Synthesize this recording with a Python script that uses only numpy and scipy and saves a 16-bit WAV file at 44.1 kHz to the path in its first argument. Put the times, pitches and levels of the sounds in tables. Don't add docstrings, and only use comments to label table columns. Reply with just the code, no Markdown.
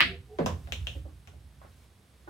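import sys
import numpy as np
from scipy import signal
from scipy.fft import rfft, irfft
from scipy.io import wavfile
from scipy.ndimage import uniform_filter1d

SR = 44100
rng = np.random.default_rng(int(sys.argv[2]) if len(sys.argv) > 2 else 0)


def decibels_to_gain(level_db):
    exponent = np.asarray(level_db, float) / 20
    return 10 ** exponent


def transcribe(signal):
    frames = np.atleast_2d(signal).T
    limited = np.clip(frames, -1, 1)
    pcm = np.round(limited * 32767).astype(np.int16)
    wavfile.write(sys.argv[1], SR, pcm)


N = 101385
T = np.arange(N) / SR

# pitch in Hz, level in dB per Hz.
HUM = [(15, 7), (25, -20), (80, -0.5), (285, -15), (317, -15.5), (531, -22), (575, -21.5), (3820, -30),
       (16000, -42)]
# pitch in Hz, width in Hz, level in dB.
WHINES = [(3531, 1400, -80.5), (8300, 380, -80.5), (11040, 800, -79)]
# pitch in Hz, width in Hz, level in dB.
FRAME_MODES = [(62.8, 8.46, 6), (84, 5.7, 1.8), (118.4, 64, -2), (139.5, 20.9, -11), (42.48, 11, -17)]
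# time in seconds, level in dB.
RUMBLE_LEVEL = [(.0, -44.5), (.12, -50), (.32, -63.5), (.5, -47.5), (1.05, -52.5), (1.25, -63.5),
                (1.4, -56.5), (1.8, -68.5), (2.3, -67.5)]
# time in seconds, level in dB.
ROLL_LEVEL = [(.0, -71), (.07, -51), (.16, -54), (.21, -71.5), (.26, -68), (.3, -58), (.38, -54.5),
              (.42, -66.5), (2.3, -121)]
# pitch in Hz, width in Hz, level in dB, start in seconds, end in seconds.
BED_MODES = [(382.5, 20, 5, .1, 0.24), (475, 40, -1.5, 0.12, 0.25), (690, 40, -3, .06, 0.157),
             (421, 35, 4.5, 0.28, .45), (744, 100, -5, 0.295, 0.38)]
# start in seconds, level in dB, centre in Hz, width as a share of the centre, treble in dB.
CLICKS = [
    (.0002, -24.5, 2140, 0.96, -31),
    (.0053, -5.5, 2295, 1.46, -26),
    (0.3868, -36, 2360, 2.2, -5.5),
    (0.461, -29.5, 2960, 0.63, 7.5),
    (0.673, -45.5, 2630, 2.1, -17),
    (0.7222, -22.5, 2870, 0.83, -2.5),
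    (0.8699, -24.5, 2967, 0.54, -6.5),
    (1.274, -45, 2585, 1, 1),
]
# start in seconds, level in dB, brightest pitch in Hz, ring as a share of the decay,
# spread in octaves.
KNOCKS = [(.006, -29.5, 300, 1.2, 1.46), (.388, -24, 990, 0.18, 0.48), (.391, -24, 500, 0.18, 0.56),
          (.404, -24.5, 600, 0.47, 0.58), (0.4624, -20, 980, 0.25, 0.34), (.472, -32.5, 576, 0.22, 0.61),
          (0.674, -44.5, 820, 1.4, 1.9), (.723, -35, 634, 0.37, 1.2), (.871, -43, 587, 0.44, 0.3),
          (0.951, -52, 500, 0.38, 0.63), (1.054, -46.5, 540, 0.21, 0.62), (1.078, -56, 835, 0.28, 0.65),
          (1.275, -53.5, 900, 0.39, 1.6), (1.329, -57, 500, 0.63, 0.82), (1.615, -48.5, 1020, 0.27, 0.45),
          (1.648, -46.5, 600, 0.23, 1.06), (2.275, -42, 1200, 0.41, 1.26)]
# pitch in Hz, level in dB, time to fall 60 dB in seconds.
WOOD_MODES = [(173, -1.5, 0.17), (258, 0.5, 0.11), (345, -4, 0.1), (436.5, -7, 0.13), (522, -7.5, .13),
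              (579, -1, 0.073), (690, 1.5, 0.065), (795, -5.5, .1), (953, -4, 0.047), (1074, -4, .06),
              (1436, -4.5, 0.062), (1800, -11.5, .05), (2050, -19.5, .04)]
# centre in seconds, level in dB, pitch in Hz, length in seconds.
THUDS = [(0.051, -44.5, 95.2, .07), (0.122, -50, 66.8, .12), (0.186, -42.5, 84.3, .11),
         (0.256, -51, 84, .1), (0.408, -45.5, 64, 0.093), (0.484, -37.5, 94.5, 0.065),
         (0.54, -30.5, 84, 0.091), (0.654, -37.5, 65.3, .12), (0.725, -46, 76, 0.12), (0.81, -36, 92, .09),
         (0.844, -34.5, 62.3, .12), (0.966, -34, 82.7, .09), (1.042, -40, 86, 0.0753),
         (1.081, -40, 73, .09), (1.173, -52.5, 85, 0.089), (1.298, -47.5, 84, .08),
         (1.368, -43.5, 73.4, .09), (1.465, -51, 84.3, .08), (1.65, -55.5, 69, .14),
         (.08, -43.5, 186.2, .12), (0.598, -52.5, 140, 0.095)]
# centre in seconds, level in dB, pitch in Hz, length in seconds, glide as a share of pitch.
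CLUNKS = [(.393, -20.5, 392, 0.011, -0.67), (.398, -24.5, 530, .016, -0.12), (.4, -28, 225, 0.011, -0.48),
          (.417, -27, 168.3, 0.049, -0.25), (.412, -30, 245, 0.04, -0.23), (.42, -28.5, 440.4, 0.047, 0.28),
          (.45, -25.5, 184.4, 0.021, .01), (.466, -36, 900, 0.03, 0.46), (.478, -35, 500, 0.044, .1),
          (.965, -43.5, 293, 0.02, 0.24), (1.067, -49.5, 302, 0.031, .05), (2.283, -45, 345, 0.022, -0.053),
          (2.28, -48.5, 690, .016, -0.13)]
# time in seconds, level in dB.
SHIFT_LEVEL = [(.0, -102.5), (.44, -67), (.47, -66), (.6, -67.5), (.98, -64.5), (1.03, -74.5), (1.59, -81),
               (1.62, -71.5), (1.68, -73.5), (1.71, -72), (1.85, -68.5), (1.89, -84.5), (2.3, -73.5)]
# start in seconds, length in seconds, level in dB, first pitch in Hz, last pitch in Hz, width in Hz.
SCUFFS = [
    (1.6, 0.1, -62, 1150, 650, 700),
    (1.634, 0.064, -68.5, 1900, 1640, 610),
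    (1.751, 0.68, -71.5, 298, 426, 300),
]
# delay in ms, left level in dB, right level in dB.
STRIKE_ECHOES = [(1.1, -0.5, -2), (1.896, -12.5, -13), (3.45, -13, -6), (7.536, -16, -4.5),
                 (8.54, -10.5, -15), (9.435, -8, -7), (12.54, -10, -10.5), (20.12, -9.5, -6),
                 (21.94, -9, -14), (22.6, -7, -8), (25.1, -7, -15.5), (29.14, -18.5, -9.5)]
# delay in ms, left level in dB, right level in dB.
CORNER_ECHOES = [(1.9, -11, -3), (3.1, -6.5, -13), (4.2, -8, -12.5), (5.2, -15.5, -1.5), (8.3, -11, -11),
                 (12, -13, -12.5), (14.5, -13, -9.5)]
# pitch in Hz, time to fall 60 dB in seconds, level in dB.
ROOM = [(200, 0.44, -0.5), (500, 0.16, 0.5), (1200, 0.19, -5), (2800, 0.29, 1), (6000, 0.25, 10.5),
        (11720, 0.22, 3.5)]

DIRECT_DB, STRIKE_TAIL_DB, CORNER_TAIL_DB, WOOD_TAIL_DB = 2, -29, -31, -23.5
STRIKE_PAN_DB, POCKET_PAN_DB, KNOCK_PAN_DB, FRAME_PAN_DB = -1, -1, -2, -3.5
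STRIKE_LAG, POCKET_LAG, TAP_LAG = 5, 15, 7


def unit(x):
    return x / np.sqrt(np.mean(x ** 2))


def band(x, hz, width):
    return signal.lfilter(*signal.iirpeak(min(hz, .45 * SR), hz / width, fs=SR), x)


def band_twice(x, hz, width):
    return band(band(x, hz, width), hz, width)


def humming(modes):
    return sum(decibels_to_gain(db) * unit(band_twice(rng.standard_normal(N), hz, width)) for hz, width, db in modes)


def grit(length, wide, shared):
    return wide * rng.standard_normal((2, length)) + shared * rng.standard_normal(length)


def curve(table):
    return decibels_to_gain(np.interp(T, *np.array(table).T))


def pan(db):
    return decibels_to_gain(np.array([[db], [-db]]) / 2)


def add(out, at, x):
    i = max(int(at * SR), 0)
    n = min(x.shape[-1], N - i)
    out[:, i:i + n] += x[:, :n]


def push(ms):
    force = np.hanning(max(int(ms * SR / 1000), 1) + 2)
    return force / force.sum()


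def ring(modes, share, tilt_db, chance):
    hz, db, t60 = np.array(modes).T[:, :, None]
    t = T[:SR // 2]
    hz = hz * (1 + .02 * chance[:, None])
    decay = decibels_to_gain(-60 * t / (t60 * share))
    return np.sum(decibels_to_gain(db + tilt_db[:, None]) * np.sin(2 * np.pi * hz * t) * decay, axis=0)


def room(tail_db, echoes, lag, shadow_db=0):
    t = T[:SR // 2]
    noise = rng.standard_normal((3, len(t)))
    hz, t60, colour = np.array(ROOM).T
    tail = 0
    for f in 127 * 2. ** np.arange(8):
        alike = np.clip(0.13 + 0.87 / (1 + (f / 350) ** 2), 0, 1)
        mixed = np.sqrt(alike) * noise[0] + np.sqrt(1 - alike) * noise[1:]
        colour_db = np.interp(np.log(f), np.log(hz), colour)
        fall_s = np.interp(np.log(f), np.log(hz), t60)
        tail = tail + band(mixed, f, .7 * f) * decibels_to_gain(colour_db - 60 * t / fall_s)
    response = decibels_to_gain(tail_db) * tail * (1 - np.exp(-t / 0.003))
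    response[0, max(lag, 0)] += decibels_to_gain(DIRECT_DB + shadow_db / 2)
    response[1, max(-lag, 0)] += decibels_to_gain(DIRECT_DB - shadow_db / 2)
    for ms, left_db, right_db in echoes:
        response[:, int(ms * SR / 1000)] += decibels_to_gain(np.array([left_db, right_db]))
    return response


def hum():
    f = np.fft.rfftfreq(N, 1 / SR) + 1
    hz, db = np.array(HUM).T
    mid, side = rfft(rng.standard_normal((2, N))) * decibels_to_gain(np.interp(np.log(f), np.log(hz), db))
    side = side * np.minimum(f / 900, 1) * .6 * (f < 6500)
    return decibels_to_gain(-57) * unit(irfft(np.array([mid + side, mid - side]), N)) * pan(-2.2)


def whines():
    return humming(WHINES)


def rumble():
    return pan(FRAME_PAN_DB) * humming(FRAME_MODES) * curve(RUMBLE_LEVEL)


def rolling():
    bed = 0
    for hz, width, db, start, end in BED_MODES:
        under_ball = uniform_filter1d(1. 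* (T > start) * (T < end), size=1500)
        bed = bed + humming([(hz, width, db)]) * under_ball
    return pan(-2.5) * bed * curve(ROLL_LEVEL)


def clicks():
    out = np.zeros((2, N))
    kick = signal.unit_impulse(600)
    smooth = signal.butter(6, 4900, fs=SR, output="sos")
    treble = band_twice(kick, 5600, 2950) + decibels_to_gain(-12.5) * kick
    for at, db, hz, width, treble_db in CLICKS:
        body = band_twice(band_twice(kick, hz, width * hz), hz, width * hz)
        body = signal.sosfilt(smooth, body)
        skirt = band_twice(kick, 0.62 * hz, 0.51 * hz)
        pulse = body / np.abs(body).max()
        pulse = pulse + decibels_to_gain(-8.5) * skirt / np.abs(skirt).max()
        pulse = pulse + decibels_to_gain(treble_db) * treble / np.abs(treble).max()
        if .001 < at < .2:
            add(out, at + .0002, decibels_to_gain(db - 8.5) * np.array([[1, -0.53]]))
        if at < .2:
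            place = room(STRIKE_TAIL_DB, STRIKE_ECHOES, STRIKE_LAG) * pan(STRIKE_PAN_DB)
        else:
            place = room(CORNER_TAIL_DB, CORNER_ECHOES, -TAP_LAG, shadow_db=11) * pan(POCKET_PAN_DB)
        add(out, at, decibels_to_gain(db) * signal.fftconvolve(place, pulse[None], axes=1))
    return out


def knocks():
    out = np.zeros((2, N))
    for at, db, hz, share, spread in KNOCKS:
        chance = rng.standard_normal((2, len(WOOD_MODES)))
        octaves = np.log2(np.array(WOOD_MODES)[:, 0] / hz)
        tilt_db = -6 * (octaves / spread) ** 2 + 1.5 * chance[1]
        knock = np.convolve(ring(WOOD_MODES, share, tilt_db, chance[0]), push(0.17))
        if at > .9:
            knock = knock * (1 - np.exp(-T[:len(knock)] / .003))
        knock = knock / np.abs(knock).max()
        place = room(WOOD_TAIL_DB - 0.5, CORNER_ECHOES, -POCKET_LAG)
        heard = signal.fftconvolve(place, knock[None], axes=1)
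        add(out, at, decibels_to_gain(db + 1.0) * pan(KNOCK_PAN_DB) * heard)
    return signal.sosfilt(signal.butter(4, 140, "high", fs=SR, output="sos"), out)


def air():
    t = T[:SR // 3]
    middle = rng.standard_normal(len(t))
    side = 0.48 * rng.standard_normal(len(t)) * np.array([[1], [-1]])
    out = np.zeros((2, N))
    add(out, .007, decibels_to_gain(-53 - 60 * t / 0.342) * unit(band_twice(middle + side, 9100, 8100)))
    return out


def thuds():
    out = np.zeros((2, N))
    for at, db, hz, length in THUDS:
        swell = np.hanning(int(length * SR))
        boom = swell * np.sin(2 * np.pi * hz * T[:len(swell)])
        add(out, at - length / 2, decibels_to_gain(db + 2.5) * boom[None])
    return pan(FRAME_PAN_DB) * out


def clunks():
    out = np.zeros((2, N))
    for at, db, hz, length, glide in CLUNKS:
        swell = np.hanning(int(length * SR))
        t = T[:len(swell)] - length / 2
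        tone = np.cos(2 * np.pi * hz * t * (1 + glide * t / length / 2))
        add(out, at - length / 2, decibels_to_gain(db) * (swell * tone)[None])
    out[1] = np.roll(out[1], POCKET_LAG)
    heard = signal.fftconvolve(room(WOOD_TAIL_DB - 8.5, [], 0), out, axes=1)[:, :N]
    return pan(KNOCK_PAN_DB) * heard / decibels_to_gain(DIRECT_DB)


def shifting():
    rough = grit(N, 0.7, 1)
    rub = unit(band(rough, 1100, 2600)) + decibels_to_gain(-6.0) * unit(band(rough, 6000, 11680))
    return rub * curve(SHIFT_LEVEL)


def scuffs():
    out = np.zeros((2, N))
    for at, length, db, from_hz, to_hz, width in SCUFFS:
        swell = np.hanning(int(length * SR))
        rough = grit(len(swell), 0.45, 1)
        share = np.linspace(0, 1, len(swell))
        rub = np.sqrt(1 - share) * band_twice(rough, from_hz, width)
        rub = rub + np.sqrt(share) * band_twice(rough, to_hz, width)
        add(out, at, decibels_to_gain(db) * unit(rub) * np.sqrt(swell) * pan(-1.4))
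    return out


def scene():
    background = hum() + whines() + rumble()
    shot = rolling() + clicks() + knocks() + air() + thuds()
    return background + shot + clunks() + shifting() + scuffs()


def top_cut(x):
    return signal.sosfilt(signal.butter(12, 16750, fs=SR, output="sos"), x)


def record(dry):
    mix = signal.sosfilt(signal.butter(2, 33, "high", fs=SR, output="sos"), dry)
    mix = signal.sosfilt(signal.ellip(8, .3, 60, 15800, fs=SR, output="sos"), mix)
    return top_cut(mix)


dry = scene()
out = record(dry)
transcribe(out)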